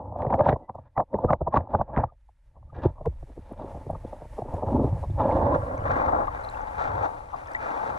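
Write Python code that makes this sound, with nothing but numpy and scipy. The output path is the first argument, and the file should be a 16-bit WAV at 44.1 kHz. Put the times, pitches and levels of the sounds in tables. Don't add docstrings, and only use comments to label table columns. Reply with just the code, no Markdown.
import sys
import numpy as np
from scipy import signal
from scipy.fft import rfft, irfft, next_fast_len
from scipy.io import wavfile
from scipy.ndimage import uniform_filter1d, minimum_filter1d

SR = 44100
rng = np.random.default_rng(int(sys.argv[2]) if len(sys.argv) > 2 else 0)


def log_audio(samples):
    frames = np.atleast_2d(samples).T
    limited = np.clip(frames, -1, 1)
    pcm = np.round(limited * 32767).astype(np.int16)
    wavfile.write(sys.argv[1], SR, pcm)


N = 351918
FFT_SIZE = next_fast_len(N + 4096)
BIN_HZ = np.maximum(np.arange(FFT_SIZE // 2 + 1) * SR / FFT_SIZE, 1)

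# peak t/s, level/dB, length/ms, centre f/Hz, thud/dB
STONE_BUMPS = [(.125, -34, 45, 720, -39), (.163, -29.5, 15, 733, -50), (0.207, -28, 16, 743, -29.5),
               (.231, -27.5, 10, 643, -42), (0.252, -25.5, 3.3, 753, -43), (0.27, -26, 11, 564, -24),
               (.307, -24.5, 31, 530, -26), (.331, -20.5, 11, 720, -32), (.345, -17, 24, 647, -23),
               (.398, -21, 9.2, 624, -36), (.41, -19, 8.7, 789, -26), (.467, -17.5, 35, 720, -22.5),
               (.491, -10, 18, 630, -16.5), (0.53, -20, 20, 560, -19.5), (0.565, -30.5, 6.2, 620, -47),
               (0.625, -46.5, 34, 560, -58), (0.698, -31, 12.2, 870, -41), (.755, -36, 11.4, 795, -38.5),
               (0.788, -40.5, 10.6, 776, -41.5), (.981, -20.5, 14.8, 826, -29.5),
               (1.003, -18.5, 24, 714, -36), (1.148, -19.5, 9.6, 378, -28.5), (1.191, -26.5, 7.1, 680, -33),
               (1.248, -16, 12.3, 470, -18.5), (1.307, -15, 17, 766, -18.5),
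               (1.333, -15.5, 13.5, 730, -26.5), (1.417, -24, 8.7, 512, -23), (1.477, -22, 10, 680, -26),
               (1.543, -17, 8.6, 715, -28), (1.572, -12, 6, 900, -17.5), (1.608, -32.5, 12, 670, -28.5),
               (1.675, -39.5, 4.4, 750, -52), (1.741, -22, 13, 746, -33), (1.751, -16.5, 12, 618, -24.5),
               (1.797, -27.5, 9.7, 690, -24.5), (1.814, -19.5, 10, 804, -30.5), (1.903, -37, 33, 665, -40),
               (1.973, -21, 2.5, 737, -18.5), (1.988, -22, 14, 625, -21.5), (2.04, -19.5, 8.7, 855, -26),
               (2.124, -53, 24, 690, -62), (2.293, -55.5, 9.1, 702, -73), (2.568, -54.5, 27, 775, -54),
               (2.63, -56, 3.8, 890, -69), (2.732, -48, 12, 623, -44), (2.788, -36.5, 71, 468, -35.5),
               (2.857, -31, 5.9, 700, -13), (2.902, -48, 11, 520, -32), (2.984, -47.5, 49, 898, -64),
               (3.014, -36, 17, 553, -37.5), (3.061, -32, 14, 678, -24), (3.074, -38, 7.4, 455, -19.5),
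               (3.232, -44.5, 7, 418, -39), (3.303, -46, 54, 415, -57), (3.382, -38, 18, 342, -39.5),
               (3.518, -35, 8.5, 354, -48), (3.616, -39, 25, 460, -53), (3.649, -34, 13, 400, -37),
               (3.685, -41, 12, 775, -51), (3.728, -46, 25, 674, -49), (3.752, -39, 10, 570, -34),
               (3.775, -39, 24, 550, -38), (3.87, -37.5, 26, 410, -34), (3.904, -25.5, 11, 504, -28.5),
               (3.935, -38, 9.5, 546, -33), (3.955, -37, 6.1, 830, -32), (4.051, -32, 8.8, 460, -35.5),
               (4.133, -33.5, 8.3, 650, -63), (4.222, -39, 28, 557, -41.5), (4.253, -46, 6.2, 596, -49),
               (4.391, -27.5, 16, 564, -63), (4.424, -29, 4.4, 460, -31), (4.46, -36.5, 18, 440, -60),
               (4.488, -39.5, 6, 700, -34), (4.544, -31, 17, 547, -25), (4.586, -34, 35, 564, -47),
               (4.635, -24.5, 15, 556, -48), (4.689, -30, 65, 580, -40), (4.75, -17.5, 64, 320, -18),
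               (4.799, -19.5, 98, 357, -21.5), (4.847, -21, 100, 406, -23), (4.929, -39, 27, 550, -25.5),
               (4.972, -37.5, 47, 630, -45), (5.04, -32, 16, 687, -54), (5.102, -43.5, 13, 490, -24.5),
               (5.208, -23.5, 46, 887, -40), (5.235, -27, 19, 556, -55), (5.545, -28, 10, 584, -20),
               (6.285, -31.5, 14, 965, -46), (7.346, -34, 26, 830, -51)]
# f/Hz, centred/dB, left/dB, right/dB
SHELL_RESPONSE = [(186, 0, -3, -35), (268, 1.5, -12, -8.5), (422, -12.5, -10, -3.5), (544, 3.5, -8.5, -4.5),
                  (753, -8, 5.5, 2), (870, 1.5, 9.5, -12), (1032, -9, -2.5, -30), (1045, -12, -1.5, -13),
                  (1390, -20.5, 5, -2), (1600, -29, -6.5, -1.5), (1604, -20, -19, -3),
                  (2095, -39, -8.5, -12), (2980, -50.5, -42.5, -43.5), (4400, -56.5, -45.5, -40.5),
                  (5100, -67.5, -58.5, -53.5), (5500, -65.5, -47, -50), (7940, -76, -66.5, -42),
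                  (11000, -76, -62.5, -57)]
# f/Hz, lead/rad
LEFT_LEAD = [(200, 0), (300, -1.1), (430, -4.1), (550, -5.1), (690, -4), (900, -3.5), (1100, 1.2),
             (1300, 3.3), (1550, 4.1), (1800, 3.5), (2400, 3.5), (2900, 5.1), (4000, 7), (5500, 5.6),
             (7000, 6), (8000, 9.4)]
# t/s, two-microphone share
PAIR_SHARE = [(0, 0.009), (5.25, 0), (5.6, 0.36), (6.0, 0.69), (6.6, 0.91), (7.98, 0.86)]


def amp(db):
    return 10 ** (np.asarray(db) / 20)


def unit_rms(x):
    return x / np.sqrt(np.mean(x ** 2) + 1e-20)


def in_time(rows):
    times, *columns = np.transpose(rows)
    return [np.interp(np.arange(N) / SR, times, c) for c in columns]


def at_hz(rows, hz):
    f, *columns = np.transpose(rows)
    return [np.interp(np.log(hz), np.log(np.maximum(f, 1)), c) for c in columns]


def shaped(x, response):
    return irfft(rfft(x, FFT_SIZE) * response, FFT_SIZE)[..., :N]


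def drift(rate_hz):
    r = np.exp(-2 * np.pi * rate_hz / SR)
    return unit_rms(signal.lfilter([1], [1, -2 * r, r * r], rng.standard_normal(N + SR))[SR:])


def ring(clicks, hz, t60_s):
    r, w = amp(-60 / (t60_s * SR)), 2 * np.pi * hz / SR
    return signal.lfilter([0, np.sin(w)], [1, -2 * r * np.cos(w), r * r], clicks + 1e-18)


def plateau(t, start_s, length_s, rise_db_per_s, fall_db_per_s):
    before_s, after_s = np.maximum(start_s - t, 0), np.maximum(t - start_s - length_s, 0)
    return amp(-rise_db_per_s * before_s - fall_db_per_s * after_s)


def bumps(spread_oct, skirt_db, rise_share, sink_ms_per_oct, edge_hz, edge_share, blow):
    # f/Hz, density/dB
    spectrum = [(120, -21), (200, 10), (379, -4.5), (561, -1), (753, 0.5), (1130, 0), (1230, -4),
                (2330, -43.5), (3080, -52), (10000, -75.5), (13000, -106), (22000, -120)]
    size = 4096
    out = np.zeros(N + 2 * size)
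    ms = (np.arange(size) - size // 2) * 1000 / SR
    hz = np.maximum(np.arange(size // 2 + 1) * SR / size, 1)
    colour = amp(at_hz(spectrum, hz)[0])
    bright = 1 / (1 + (edge_hz / hz) ** 6)
    for s, db, length_ms, centre_hz, _ in STONE_BUMPS:
        grind = rng.standard_normal(size)
        rise_ms, fall_ms = rise_share * length_ms, (1 - rise_share) * length_ms
        swell = np.exp(-.8 * np.where(ms < 0, np.abs(ms / rise_ms) ** 1.4, np.abs(ms / fall_ms) ** 1.13))
        strike = blow * np.linalg.norm(swell) * (ms == 0)
        focus = np.exp(-.5 * (np.log2(hz / centre_hz) / spread_oct) ** 2) + amp(skirt_db)
        delay_s = sink_ms_per_oct / 1000 * np.clip(np.log2(centre_hz / hz), -1, 2)
        sink = np.exp(-2j * np.pi * np.cumsum(delay_s) * SR / size)
        body = rfft(grind * swell + strike) * focus * (1 - bright) * sink
        edge_env = np.exp(-np.abs(ms / (edge_share * min(rise_ms, fall_ms))) ** 1.4)
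        edge_db = 1.6 * (db + 23.5) - 11.5 + 24 * np.log2(centre_hz / 700)
        edge = rfft(grind * edge_env) * bright * amp(edge_db)
        burst = irfft((body + edge) * colour) * signal.windows.tukey(size, .5)
        peak_rms = np.sqrt(uniform_filter1d(burst ** 2, size=350).max())
        at = round(s * SR) + size // 2
        out[at:at + size] += amp(db) * burst / peak_rms
    return out[size:size + N]


def thuds(soft_hz, gain_db, early_ms, scatter_db):
    # f/Hz, level/dB, t60/s
    modes = [(40.7, -12.5, 0.21), (70, -1.5, 0.13), (87, 0.5, 0.11), (123.8, 4.5, 0.09),
             (162.3, 1.5, 0.067), (253, -9, 0.02), (344.8, -14, 0.12)]
    at = [round((row[0] - early_ms / 1000) * SR) for row in STONE_BUMPS]
    thud_db = np.array(STONE_BUMPS)[:, -1] + gain_db
    offset_db = scatter_db * rng.standard_normal((len(at), len(modes)))
    out = np.zeros(N)
    for k, (hz, db, t60_s) in enumerate(modes):
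        pushes = np.zeros(N)
        pushes[at] = amp(thud_db + db + offset_db[:, k]) * (-1) ** k
        out += ring(pushes, hz, t60_s)
    return signal.lfilter(*signal.butter(1, soft_hz, fs=SR), out)


def contact_levels(wear_db_per_s, scuff_db, stir_db):
    # t/s, length/s, rub/dB, swell by the end/dB, rumble/dB, coarse/dB, fine/dB
    strokes = [(0.193, 0.32, -33, 4, -43.5, -59.5, -79), (0.456, 0.047, -43, -7.5, -45, -44.5, -66),
               (0.78, 0.1, -62, -1.5, -52.5, -77, -100), (1.141, 0.19, -30.5, -7.5, -37.5, -78, -84.5),
               (1.433, 0.077, -56.5, 12.5, -53.5, -85, -100), (1.548, 0.025, -29.5, 5, -55, -46, -71.5),
               (1.607, 0.04, -46.5, 2, -43.5, -78, -101), (1.712, 0.1, -34.5, -3, -40, -62, -83),
               (1.879, 0.064, -52.5, 16, -53, -69, -99), (1.959, 0.05, -37, 8.5, -36, -47, -86),
               (2.765, 0.025, -48, 2, -39.5, -51, -72.5), (2.833, 0.02, -41.5, 13, -36, -51.5, -68.5),
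               (4.693, 0.2, -28.5, -8.5, -24.5, -88, -74.5), (5.197, 0.37, -24.5, 5.5, -33.5, -49, -70.5),
               (5.59, 0.23, -32.5, 2.5, -37.5, -65, -95), (5.858, 0.23, -24.5, -2.5, -35, -52.5, -73.5),
               (6.074, 0.16, -22, -3.5, -33, -68, -85), (6.778, 0.28, -33, 6, -45.5, -54, -70),
               (6.81, 0.024, -47, -3, -60, -64, -71.5), (7.637, .07, -45, 8, -70, -56.5, -73),
               (7.61, 0.55, -33, -1, -63, -57, -71)]
    # t/s, rub/dB, rumble/dB
    settling = [(0, -36.5, -47), (.1, -44.5, -40), (.62, -52, -59), (.93, -81, -67.5), (2.35, -86.5, -77),
                (2.7, -66.5, -50.5), (3.1, -63.5, -61), (3.4, -64.5, -56), (3.6, -45, -45),
                (4.2, -54, -47.5), (4.52, -44, -46), (4.65, -42, -31.5), (5.0, -53, -32), (6.3, -37, -43.5),
                (6.55, -36.5, -45), (7.1, -36, -46.5), (7.3, -46, -52.5), (7.6, -39, -54), (7.98, -39, -47)]
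    # t/s, coarse/dB, fine/dB
    settling_grit = [(0, -94.5, -100), (2.6, -90, -100), (3.5, -71, -83.5), (5.2, -65.5, -88),
                     (6.3, -63, -82.5), (6.8, -65, -81), (7.3, -76.5, -84), (7.6, -61, -82.5),
                     (7.98, -81, -91)]
    t = np.arange(0, N, 32) / SR
    power = np.zeros((4, len(t)))
    for s, length_s, rub_db, swell_db, rumble_db, coarse_db, fine_db in strokes:
        gain = plateau(t, s, length_s, rise_db_per_s=705, fall_db_per_s=453.5)
        along_s = np.clip(t - s, 0, length_s)
        swell, wear = swell_db * along_s / length_s, -wear_db_per_s * along_s
        power += (gain * amp([rub_db + swell, rumble_db + swell, coarse_db + wear, fine_db + wear])) ** 2
    for s, db, _, _, thud_db in STONE_BUMPS:
        gain = plateau(t, s, 0, rise_db_per_s=504, fall_db_per_s=365)
        power[:2] += (gain * amp([[db + scuff_db], [thud_db + stir_db]])) ** 2
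    floor = amp(in_time(settling) + in_time(settling_grit)) ** 2
    return 10 * np.log10(floor + [np.interp(np.arange(N) / SR, t, p) for p in power])


def rubbing(rub_db, coarse_db, fine_db, slips_per_s, coarse_hz, fine_hz):
    # t/s, depth/dB
    rocking = [(3.0, 1.5), (3.5, 2.6), (4.6, 2.5), (5.2, 1.03)]
    slips = (rng.random(N) < slips_per_s / SR) * rng.choice([-1, 1], N)
    size_db = 3 * np.minimum(rng.exponential(1, N), 4)
    lumps_db = in_time(rocking)[0] * (drift(32) + 1.14 * drift(21))
    shell = amp(at_hz(SHELL_RESPONSE, BIN_HZ)[0])
    shell = shell / (1 + (210 / BIN_HZ) ** 4) / (1 + (BIN_HZ / 11000) ** 6)
    high, higher = (1 / (1 + (hz / BIN_HZ) ** 8) for hz in (coarse_hz, fine_hz))
    bands = shell * [1 - high, high * (1 - higher), higher]
    body, coarse, fine = shaped(slips * amp(size_db + lumps_db), bands)
    crunch = amp(2 * (drift(120) + 0.69 * drift(13)))
    coarse, fine = crunch * shell_ring([coarse, fine])
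    return amp(rub_db) * unit_rms(body) + amp(coarse_db) * unit_rms(coarse) + amp(fine_db) * unit_rms(fine)


def taps(decay_ms, bands_hz, gain_db):
    # t/s, level/dB, treble re level/dB
    touches = [(0.2196, -32, -20), (0.2318, -43, -36), (0.2658, -30, -40), (0.3017, -28.5, -32.5),
               (0.3394, -21, -26), (0.3918, -28.5, -19), (0.4078, -33.5, -13), (0.457, -28, -23),
               (0.4872, -18.5, -23), (0.4912, -12, -20), (0.5268, -20.5, -29), (0.6952, -44, -41),
               (0.9768, -25.5, -34), (0.9986, -44.5, -33), (1.1408, -31, -37), (1.2372, -46, -33.5),
               (1.3042, -23.5, -36), (1.3319, -18, -27), (1.5388, -34.5, -18), (1.559, -23.5, -17.5),
               (1.571, -14.5, -18.5), (1.6066, -38.5, -28), (1.7335, -44, -25), (1.788, -45, -34),
               (1.8135, -34.5, -32.5), (1.963, -22, -29), (1.9751, -14.5, -31.5), (1.9883, -38, -33),
               (2.033, -46.5, -28), (3.0579, -37, -8)]
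    out, t = np.zeros((2, N)), np.arange(600) / SR
    for s, db, treble_db in touches:
        puff = rng.standard_normal(len(t)) * np.exp(-1000 * t / decay_ms)
        at = round(s * SR)
        out[:, at:at + len(t)] += amp([[db], [db + treble_db]]) * amp(gain_db) * puff
    bands = [signal.butter(4, edges, "band", fs=SR, output="sos") for edges in bands_hz]
    return sum(signal.sosfilt(band, x + 1e-18) for band, x in zip(bands, out))


def brief_tones(rough_db):
    # peak t/s, level/dB, f/Hz, 1/e half length/ms
    tones = [(.394, -20, 537, 13), (.41, -15, 604, 11), (0.451, -43.5, 1653, 19), (.468, -26, 950, 6.5),
             (0.516, -49, 1924, 24), (.65, -75, 1990, 30), (.972, -50, 1965, 9.1), (1.292, -27.5, 1245, 8),
             (1.469, -50, 1070, 7.8), (1.533, -27.5, 1070, 8.9), (1.567, -17.5, 1126, 5),
             (2.095, -55.5, 1210, 12.7), (2.704, -55, 1220, 8.9), (2.86, -14.5, 364, 6.3),
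             (3.059, -32, 1010, 2.1), (3.073, -20, 464, 6.4)]
    out, t = np.zeros(N), np.arange(-2048, 2048) / SR
    for s, db, hz, half_ms in tones:
        envelope = np.exp(-(1000 * t / half_ms) ** 2)
        at = round(s * SR)
        out[at - 2048:at + 2048] += amp(db) * envelope * np.sin(2 * np.pi * hz * t)
    return out * amp(rough_db * drift(90))


def bright_clicks(low_hz, high_hz, gain_db):
    # t/s, level/dB
    clicks = [(0.1865, -60), (0.22, -59.5), (0.3405, -56), (0.354, -50.5), (0.4193, -64), (0.5406, -58),
              (0.7531, -61), (1.008, -54.5), (1.187, -57), (1.254, -52.5), (1.3207, -54.5), (1.332, -52.5),
              (1.488, -58), (1.542, -55), (1.5727, -51.5), (1.7538, -50), (1.821, -57), (3.058, -47.5)]
    impulses = np.zeros(N)
    for s, db in clicks:
        impulses[round(s * SR)] = amp(db + gain_db)
    treble = signal.lfilter(*signal.butter(2, low_hz, "high", fs=SR), impulses + 1e-18)
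    return signal.lfilter(*signal.butter(2, high_hz, fs=SR), treble)


def shell_ring(x):
    # f/Hz, width/Hz, lift/dB
    modes = [(1937, 24, 3.5), (2395, 63, 6), (2800, 120, 4), (3616, 820, 5), (5090, 640, 5), (5980, 260, 5)]
    peaks = sum((amp(db) - 1) / (1 + 1j * (BIN_HZ - hz ** 2 / BIN_HZ) / width_hz)
                for hz, width_hz, db in modes)
    return shaped(x, 1 + peaks)


def two_microphones(centred, width):
    centre_db, left_db, right_db = at_hz(SHELL_RESPONSE, BIN_HZ)
    phase = np.exp(1j * at_hz(LEFT_LEAD, BIN_HZ)[0] * [[1], [0]])
    pair = shaped(centred, amp([left_db, right_db] - centre_db) * phase)
    return (1 - width) * centred + width * pair


def plinks(random_bubbles, cycles, rise_ms, max_glide, snap_db):
    # t/s, level/dB, f/Hz, left minus right/dB
    distinct = [(3.526, -40, 9650, 0), (3.91, -36, 9600, 0), (4.067, -51, 3360, 0), (4.541, -39, 7150, 0),
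                (5.106, -48, 3640, 0), (5.218, -43, 3550, -2), (5.311, -33.5, 2080, 2),
                (5.778, -36, 6050, -4), (5.778, -40, 2230, 8), (6.343, -48, 3780, -3),
                (6.411, -39, 6500, -3), (6.437, -41, 4130, -4), (6.442, -37, 8500, -16),
                (6.448, -36, 4000, -3), (6.489, -31, 4130, -4), (6.5, -33, 7500, -10),
                (6.547, -39, 2640, -4), (6.615, -40, 6200, -4), (6.66, -53, 4700, -3),
                (6.683, -46, 3800, -3), (7.366, -46, 4900, -2), (7.458, -48, 3500, -2),
                (7.473, -40, 5270, -2), (7.473, -42, 6200, -2), (7.484, -31, 1800, 6),
                (7.517, -43, 4700, -2), (7.517, -39, 7900, -15), (7.535, -36, 5800, -3),
                (7.535, -41, 8180, -18), (7.559, -38, 7000, -6), (7.565, -30, 2220, 5),
                (7.547, -46, 3660, -2), (7.549, -14.5, 1930, 3)]
    size = 2048
    out, t = np.zeros((2, N + size)), np.arange(size) / SR
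    for s, db, hz, pan_db in distinct + random_bubbles:
        life, glide, snap_pitch = rng.random(3)
        pair_open = np.interp(s, *np.transpose(PAIR_SHARE)) > .3
        lead_rad = at_hz(LEFT_LEAD, hz)[0] * pair_open * np.array([[1], [0]])
        t60_s = 55 * cycles * (.6 + .8 * life) / hz ** 1.5
        envelope = (1 - np.exp(-1000 * t / rise_ms)) * amp(-60 * t / t60_s)
        bend = 1 + max_glide * (2 * glide - 1) * t * hz / cycles
        tone = envelope * np.sin(2 * np.pi * hz * t * bend + lead_rad)
        snap_hz = hz * (.6 + .8 * snap_pitch)
        snap = amp(snap_db) * np.exp(-t * hz) * np.sin(2 * np.pi * snap_hz * t + lead_rad)
        at = round(s * SR)
        out[:, at:at + size] += amp([[db + pan_db / 2], [db - pan_db / 2]]) * (tone + snap)
    return out[:, :N]


def bubble_clouds(per_cloud, spread_db, small_cut_db):
    # t/s, length/s, top level/dB
    clouds = [(5.75, .1, -42), (6.2, .19, -42), (6.4, .12, -42), (6.52, .19, -43), (7.2, .2, -48),
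              (7.44, .14, -43), (7.6, .3, -40)]
    start_s, length_s, top_db = np.transpose(clouds)
    when, small, weak, side = rng.random((len(clouds), per_cloud, 4)).T
    db = top_db - spread_db * weak - small_cut_db * small
    columns = start_s + when * length_s, db, 1300 * 5.5 ** small, -6 * side
    return list(zip(*np.reshape(columns, (4, -1))))


def stray_bubbles(coarse_db, fine_db, count, over_db, spread_db):
    when, small, weak, side = rng.random((count, 4)).T
    at = (when * N).astype(int)
    db = (1 - small) * coarse_db[at] + small * fine_db[at] + over_db - spread_db * weak
    return list(zip(when * N / SR, db, 1400 * 2.6 ** small, -6 * side * (when > .7)))


def rumble(level_db, lumpy_db, surge_hz):
    # f/Hz, density/dB
    spectrum = [(32, -32), (55, 8), (81, 10.5), (116, 7.5), (172, -7.5), (258, -20), (300, -16.5),
                (390, -27.5), (660, -120)]
    # t/s, level/dB
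    push = [(0.0, -76), (0.31, -49), (1.0, -67), (1.38, -51.5), (2.42, -59), (2.75, -50.5), (3.12, -34),
            (3.44, -48), (5.93, -39), (7.98, -55)]
    eddies = shaped(rng.standard_normal(N), amp(at_hz(spectrum, BIN_HZ)[0]))
    surge_band = 1 / (1 + (20 / BIN_HZ) ** 4) / (1 + (BIN_HZ / surge_hz) ** 4)
    surge = shaped(rng.standard_normal(N), surge_band)
    lumps = amp(lumpy_db * drift(3.4))
    return amp(level_db) * unit_rms(eddies * lumps) + amp(in_time(push)[0]) * unit_rms(surge)


def hiss(width, min_apart, flicker_db):
    # f/Hz, density/dB
    spectrum = [(760, -17), (1300, -10.5), (1520, -9.5), (1830, -5.5), (3450, -17.5), (7680, -20),
                (10100, -19), (14000, -33.5), (15600, -47.5)]
    # t/s, level/dB
    swell = [(0, -85.5), (2.04, -88.5), (3.75, -68.5), (5.0, -65), (7.05, -60.5), (7.3, -64.5), (7.65, -59),
             (7.98, -60.5)]
    shared, left, right = shaped(rng.standard_normal((3, N)), amp(at_hz(spectrum, BIN_HZ)[0]))
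    apart = np.clip(min_apart + width, 0, 1)
    pair = np.sqrt(1 - apart) * shared + np.sqrt(apart) * np.array([left, right])
    return amp(in_time(swell)[0] + flicker_db * drift(4.9)) * unit_rms(pair)


def scene():
    rub_db, rumble_db, coarse_db, fine_db = contact_levels(wear_db_per_s=9, scuff_db=-32, stir_db=-25)
    width = in_time(PAIR_SHARE)[0]
    rub = rubbing(rub_db, coarse_db, fine_db, slips_per_s=5000, coarse_hz=1224, fine_hz=2650)
    knocks = bumps(spread_oct=0.49, skirt_db=-16.5, rise_share=0.49, sink_ms_per_oct=2.784,
                   edge_hz=1114, edge_share=0.42, blow=0.68)
    touches = taps(decay_ms=2.3, bands_hz=([1000, 2000], [2000, 4030]), gain_db=4.5)
    fade_in = np.minimum(np.arange(N) / 64, 1)
    shell = two_microphones(shell_ring(fade_in * (rub + knocks)) + touches, width)
    lurches = thuds(soft_hz=316, gain_db=-1.5, early_ms=5.5, scatter_db=3.36)
    clicks = bright_clicks(low_hz=2500, high_hz=8900, gain_db=13)
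    current = rumble(rumble_db, lumpy_db=3.5, surge_hz=56.7)
    strays = stray_bubbles(coarse_db, fine_db, count=700, over_db=13, spread_db=16)
    flurries = bubble_clouds(per_cloud=30, spread_db=12, small_cut_db=12)
    bubbles = plinks(strays + flurries, cycles=44, rise_ms=1, max_glide=0.083, snap_db=-10)
    foreground = shell + lurches + clicks + brief_tones(rough_db=3.5)
    return foreground + bubbles + current + hiss(width, min_apart=0.18, flicker_db=1.8)


def record(dry):
    ceiling, cutoff_hz = 0.41, 15700
    needed = np.minimum(ceiling / (np.abs(dry).max(axis=0) + 1e-9), 1)
    gain = uniform_filter1d(minimum_filter1d(needed, size=160), size=160)
    return signal.sosfilt(signal.cheby2(20, 60, cutoff_hz, fs=SR, output="sos"), gain * dry)


dry = scene()
out = record(dry)
log_audio(out)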